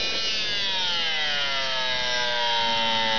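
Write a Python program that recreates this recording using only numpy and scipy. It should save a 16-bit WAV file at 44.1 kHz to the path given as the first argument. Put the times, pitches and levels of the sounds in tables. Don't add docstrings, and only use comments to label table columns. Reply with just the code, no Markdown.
import sys
import numpy as np
from scipy import signal
from scipy.fft import rfft, irfft, next_fast_len
from scipy.io import wavfile
from scipy.ndimage import uniform_filter1d

SR = 44100
rng = np.random.default_rng(int(sys.argv[2]) if len(sys.argv) > 2 else 0)


def natural_amplitude(level_db):
    exponent = np.asarray(level_db, float) / 20
    return 10 ** exponent


def to_wav(sig):
    pcm = np.clip(np.atleast_2d(sig), -1, 1) * 32767
    pcm = np.round(pcm).astype(np.int16)
    wavfile.write(sys.argv[1], SR, pcm.T)


N = 140238


def unit(x):
    return x / np.sqrt(np.mean(x ** 2) + 1e-20)


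def along(points, hz):
    f, v = np.transpose(points)
    return natural_amplitude(np.interp(np.log(hz + 1), np.log(f + 1), v))


def curves(rows):
    s, *cols = np.transpose(rows)
    return [np.interp(np.arange(N) / SR, s, c) for c in cols]


def wobble(rate):
    return np.interp(np.arange(N) * rate / SR, np.arange(200), rng.standard_normal(200))


def filtered(x, response):
    m = next_fast_len(N + 8192)
    return irfft(rfft(x, m) * response(np.fft.rfftfreq(m, 1 / SR)), m)[:N]


def noise(spectrum):
    return unit(filtered(rng.standard_normal(N), lambda hz: along(spectrum, hz)))


def motor():
    # time in seconds, shaft speed in Hz, level in dB
    shaft_course = [(0.0, 221.6, -23.5), (0.19, 224.2, -25.5), (0.26, 222, -24.5), (0.35, 219.2, -24.5),
                    (0.45, 211.6, -24.5), (0.7, 193.1, -25), (0.9, 176.3, -23.5), (1.14, 157.1, -25.5),
                    (1.34, 145.4, -23), (1.49, 138.6, -23.5), (1.56, 135.8, -24), (1.81, 128.7, -24.5),
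                    (2.01, 125.1, -24.5), (2.15, 123.7, -24), (2.63, 115.8, -24), (2.73, 115.4, -24.5),
                    (3.18, 110.7, -24)]
    hiss_loads = [0, .25, .65, 1]
    hiss_load_db = [-0.98, -1.6, 0.49, 1]
    free_hz, loaded_hz, speed_jitter = 223, 111, 0.00049
    tones_db, hiss_db = -1.5, -6.5

    speed_hz, level_db = curves(shaft_course)
    speed_hz = uniform_filter1d(speed_hz, size=3001, mode="nearest")
    turn = 2 * np.pi * np.cumsum(speed_hz * (1 + speed_jitter * wobble(30))) / SR
    load = np.clip((free_hz - speed_hz) / (free_hz - loaded_hz), 0, 1)

    tones = natural_amplitude(tones_db) * shaft_orders(turn, load)
    hiss = natural_amplitude(hiss_db + np.interp(load, hiss_loads, hiss_load_db)) * brush_hiss(turn)
    return natural_amplitude(level_db) * (tones + hiss) + shudder(turn)


def shaft_orders(turn, load):
    # levels of eight successive shaft orders in dB, motor running free
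    free_db = [(-18.5, -4, -11, -24.5, 4.5, 2, -3, 0.5), (-5, 10, 10, -4.5, 8, -6, 3, 5),
               (1, 13, 8, -10, 3.5, 5.5, 8.5, 0.5), (5, -7.5, -0.5, -3.5, 0, 5, -11.5, -20),
               (-3, 9.5, -16.5, 1, -20, 2.5, -3, -10.5), (-16.5, -4.5, 19.5, 2.5, 5, -4.5, 18, -3)]
    biting_db = [(-7.5, -13.5, -2.5, -1.5, 4.5, -5.5, 1.5, 2), (5, -1, 2.5, 7, 13.5, 2.5, 6.5, 9.5),
                 (10.5, -2.5, 12, 1, 10.5, 3, 0.5, 13), (-3.5, -2, 2.5, -3, 5.2, 9.5, -3.5, -13.5),
                 (0.3, 3.5, -6.5, -6, -8.5, 5, -5, 1.5), (-1.5, 3.5, 7.5, -3.5, 3, -5, -4.5, -4.5)]
    loaded_db = [(-2, -23, -20, -1, 5.5, -5.5, 7, 12), (3, 8.5, -8, 5, 8, -2.5, 3, 3.5),
                 (5, 8, 6, -4, -2, 7.5, -6, 0), (0.5, -0.5, 9.5, 0.5, 2.5, 10, -0.5, -6.5),
                 (12.5, 2, 3.5, 0, -17.5, 6.5, -2, -7.5), (-5, -27, 3.5, -8, -12, -6, -0.5, -21)]
    # time in seconds, phase scatter 0-1
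    phase_scatter = [
        (0, 1),
        (.4, .9),
        (.55, .4),
        (.68, .4),
        (.82, .8),
        (1.0, .55),
        (1.2, .9),
        (3.18, 1),
    ]
    biting_load, waver_db, blur_rad = 0.6, 1.8, 0.07

    scatter, = curves(phase_scatter)
    stages = zip(np.ravel(free_db), np.ravel(biting_db), np.ravel(loaded_db))
    orders = np.zeros(N)
    for order, stages_db in enumerate(stages, 1):
        order_db = np.interp(load, [0, biting_load, 1], stages_db)
        order_db = order_db + shifted_db(order) + waver_db * wobble(14)
        start_phase = scatter * rng.uniform(-np.pi, np.pi)
        blur = blur_rad * load * max(order - 25, 0) * wobble(50)
        orders += natural_amplitude(order_db) * np.sin(order * turn + start_phase + blur)
    return unit(filtered(orders, lambda hz: abs(housing(hz))))


def shifted_db(order):
    # start in seconds, length in seconds, shaft order, change in dB
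    order_shifts = [(0.159, 0.79, 20, 6), (0.2, 0.38, 18, -8), (0.202, 1.2, 13, -0.5),
                    (0.28, 0.16, 12, 17.5), (0.383, 0.33, 17, 9.5), (0.4, 1.8, 15, -3), (0.638, 0.45, 18, 6),
                    (0.78, 1, 30, -7.5), (0.919, 0.33, 25, 14.5), (1.02, 0.88, 16, -5),
                    (1.04, 0.48, 24, -11.5), (1.061, 0.8, 10, 7.5), (1.08, 3, 33, -1.5),
                    (1.16, 0.38, 34, -13), (1.181, 0.38, 19, -14.5), (1.262, 1.3, 38, 1),
                    (1.399, 0.77, 12, -10.5), (1.438, 0.87, 27, -5), (1.623, 1.54, 22, -8),
                    (1.742, 0.93, 29, 3.5), (1.779, 0.28, 17, 6), (1.881, 1.6, 32, -1.5),
                    (2.138, 0.62, 25, -7.5), (2.181, 0.98, 30, -2), (2.239, 0.54, 17, -11.5),
                    (2.622, 0.35, 28, 5), (2.658, 0.58, 13, -7.5), (2.74, 0.25, 34, 3),
                    (0, 0.13, 11, 6),
        (-0.5, 0.46, 16, 4),
        (-1.7, 0.14, 19, 5),
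        (0.8, .2, 8, 7.5),
        (3, 1.1, 27, 0),
        (1.5, 0.26, 7, -3.5),
        (2.26, 2, 43, -8),
        (1.5, 1.7, 46, -7),
                    (0.0, 0.11, 15, -7.5), (0.0, 0.092, 16, 5.5), (0.0, 0.36, 25, 8),
                      (0.0, 0.87, 20, 9.5), (0.0, 0.52, 15, -1.5), (0.122, 0.72, 14, 8.5),
                      (0.156, 0.12, 19, 7.5), (0.202, 0.16, 21, 5.5), (0.323, 0.72, 19, -4),
                      (0.364, 0.83, 25, -2), (0.48, 0.28, 9, 7), (0.48, 0.41, 16, -8),
                      (0.523, 0.48, 24, -1.5), (0.638, 0.6, 23, 0), (0.714, 0.22, 11, -8.5),
                      (0.802, 0.36, 9, -10), (0.84, 0.76, 29, -6), (0.879, 0.13, 13, -12),
                      (0.9, 0.12, 21, -8), (0.877, 0.65, 32, 6.5), (1.043, 0.13, 20, -11.5),
                      (1.159, 0.12, 14, 5.5), (1.158, 0.76, 20, 5.5), (1.203, 0.6, 33, -0.5),
                      (1.198, 0.88, 37, 6.5), (1.275, 0.85, 13, -4),
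                    (1.32, 0.93, 38, -12), (1.362, 0.72, 31, 4), (1.396, 0.071, 24, 11),
                       (1.399, 0.64, 21, -4), (1.44, 0.18, 15, 6), (1.44, 0.64, 35, -7.2),
                       (1.521, 0.13, 26, -13), (1.558, 0.32, 9, 9), (1.606, 0.26, 19, -6),
                       (1.631, 0.31, 23, 3), (1.644, 0.43, 28, -9.5), (1.88, 0.44, 32, 9.5),
                       (2.082, 0.24, 15, -14.5), (2.166, 0.16, 30, -3), (2.165, 0.24, 33, -6.5),
                       (2.2, 0.87, 31, 2.5), (2.199, 0.88, 23, 3.5), (2.204, 0.92, 38, -8),
                       (2.321, 0.28, 22, 7), (2.368, 0.69, 32, 10), (2.4, 0.35, 30, -13.5),
                       (2.4, 0.59, 35, -10), (2.521, 0.49, 37, 18), (2.519, 0.89, 41, -12.5),
                       (2.597, 0.22, 39, 5), (2.597, 0.56, 15, -4.5), (2.598, 0.67, 33, -1.5),
                       (2.684, 0.48, 11, 12), (2.685, 0.61, 21, 6.5), (2.723, 0.52, 24, 8.5),
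                       (2.84, 0.16, 20, 10.5), (2.921, 0.18, 28, 3), (3.0, 0.16, 16, 6.5),
                       (3.0, 0.1, 27, -5.5)]

    steps = np.zeros(N)
    for s, length, k, db in order_shifts:
        if round(k) == order:
            start, stop = round(s * SR), round((s + length) * SR)
            steps[max(start, 0):max(stop, 0)] += db
    return uniform_filter1d(steps, size=1601, mode="nearest")


def housing(f):
    # resonance in Hz, width in Hz, level in dB
    casing_modes = [(202, 81, -6.5), (570, 169, -3), (933.4, 48.7, -0.5), (1332, 134, -11),
                    (1641, 93.4, -1), (2023, 119, -5), (2502, 111, -9), (2838, 142, -2.5), (3130, 203, -1),
                    (3736, 363, -4.5), (4367, 85, -7.5), (4523, 63, -3.5), (4890, 280, -6),
                    (5334, 115, -1.5)]
    response = 0
    for k, (centre, width, db) in enumerate(casing_modes):
        damping = 1j * f * width
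        response = response + (-1) ** k * natural_amplitude(db) * damping / (centre * centre - f * f + damping)
    return response


def brush_hiss(turn):
    # frequency in Hz, level in dB per Hz
    hiss_colour = [(100, -18.5), (400, -1.5), (1200, 0.5), (2300, 4), (3000, 1.5), (4000, 6.5), (5000, 1),
                   (6000, 6)]
    gated, direct = 0.34, 0.38
    brushes = noise(hiss_colour) * (1 + gated * np.cos(turn))
    hiss = unit(filtered(brushes, lambda hz: direct + abs(housing(hz))))
    return unit(patchy(hiss, depth_db=2))


def patchy(x, depth_db):
    z = signal.stft(x, nperseg=512)[2]
    field = uniform_filter1d(rng.standard_normal(z.shape), size=5, axis=0)
    field = uniform_filter1d(field, size=20, axis=1)
    return signal.istft(z * natural_amplitude(depth_db * unit(field)), nperseg=512)[1][:N]


def shudder(turn):
    # frequency in Hz, level in dB per Hz
    groan_colour = [(70, -16), (120, -3), (170, -14), (240, -5), (330, -12.5), (450, -26)]
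    start_s, rise_s = 2.6, 0.12
    shake_db, rough_db, groan_db = -41, 2.5, -42
    onset = np.clip((np.arange(N) / SR - start_s) / rise_s, 0, 1)
    shake = natural_amplitude(shake_db + rough_db * wobble(35)) * np.sqrt(2) * np.sin(2 * turn)
    return onset * (shake + natural_amplitude(groan_db) * noise(groan_colour))


def scrape():
    # time in seconds, level in dB
    scrape_course = [
        (0, -36),
        (.15, -35),
        (.22, -42.5),
        (.5, -42),
        (.9, -45.5),
        (1.4, -68),
    ]
    # frequency in Hz, level in dB per Hz
    jaw_colour = [(120, -6.5), (300, -1.5), (550, 6.5), (800, -7), (1100, -34.5), (2500, -2.5),
                  (4000, -19.5)]
    level_db, = curves(scrape_course)
    return natural_amplitude(level_db + 1.5 * wobble(45)) * noise(jaw_colour)


def bite():
    # frequency in Hz, level in dB per Hz
    chatter_colour = [(2300, -32), (2900, -8), (3400, 2), (4200, -3.5), (5000, -20)]
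    start_s, length_s, bite_db = 0.145, 0.085, -33
    u = (np.arange(N) / SR - start_s) / length_s
    envelope = np.clip(np.minimum(8 * u, 2 * (1 - u)), 0, 1)
    return natural_amplitude(bite_db + 1.5 * wobble(46)) * envelope * noise(chatter_colour)


def yard():
    # frequency in Hz, level in dB per Hz
    rumble_colour = [(20, -4.5), (32, -9.5), (45, -5), (72, -20), (135, -11), (165, -12), (250, -15.5),
                     (450, -28.5)]
    # frequency in Hz, level in dB rms
    hum_tones = [(102.3, -59), (209.9, -54.5)]
    t = np.arange(N) / SR
    hum = np.zeros(N)
    for hz, db in hum_tones:
        hum += natural_amplitude(db + 1.5 * wobble(5.0)) * np.sqrt(2) * np.sin(2 * np.pi * hz * t)
    skirted = [(8, -22.0)] + list(rumble_colour) + [(900, -70.0)]
    return natural_amplitude(-50 + 4.2 * wobble(6.1)) * noise(skirted) + hum


def scene():
    return (motor() + scrape() + bite() + yard())[None]


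def coarse_sampling(x):
    # frequency in Hz, gain in dB
    before_sampling = [(4500, 0), (5500, -1), (6200, -11), (7000, -42)]
    # frequency in Hz, gain in dB
    after_sampling = [(4800, 0), (5500, -3.5), (6000, -10), (6500, -21.5), (7000, -36), (7150, -85)]
    every = 4
    kept = filtered(x, lambda hz: along(before_sampling, hz)) * every * (np.arange(N) % every == 0)
    return filtered(kept, lambda hz: along(after_sampling, hz) * (hz < 7300))


def holes(x):
    from_hz, all_hz, hole_db = 5900, 7600, -28
    hz, t, z = signal.stft(x, SR, nperseg=2048)
    draw = rng.random((257, len(t) // 2 + 1))
    draw = np.repeat(np.repeat(draw, 4, axis=0), 2, axis=1)[:len(hz), :len(t)]
    share = np.clip((hz - from_hz) / (all_hz - from_hz), 0, 1)[:, None]
    return signal.istft(z * np.where(draw < share, natural_amplitude(hole_db), 1), SR, nperseg=2048)[1][:N]


def band_limit(x):
    return signal.sosfilt(signal.butter(12, 7100, fs=SR, output="sos"), x)


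def record(dry):
    offset, dither_db = -0.025, -79.5
    x = holes(coarse_sampling(dry[0]))
    x = x + offset + natural_amplitude(dither_db) * rng.standard_normal(N)
    return band_limit(x[None])


dry = scene()
out = record(dry)
to_wav(out)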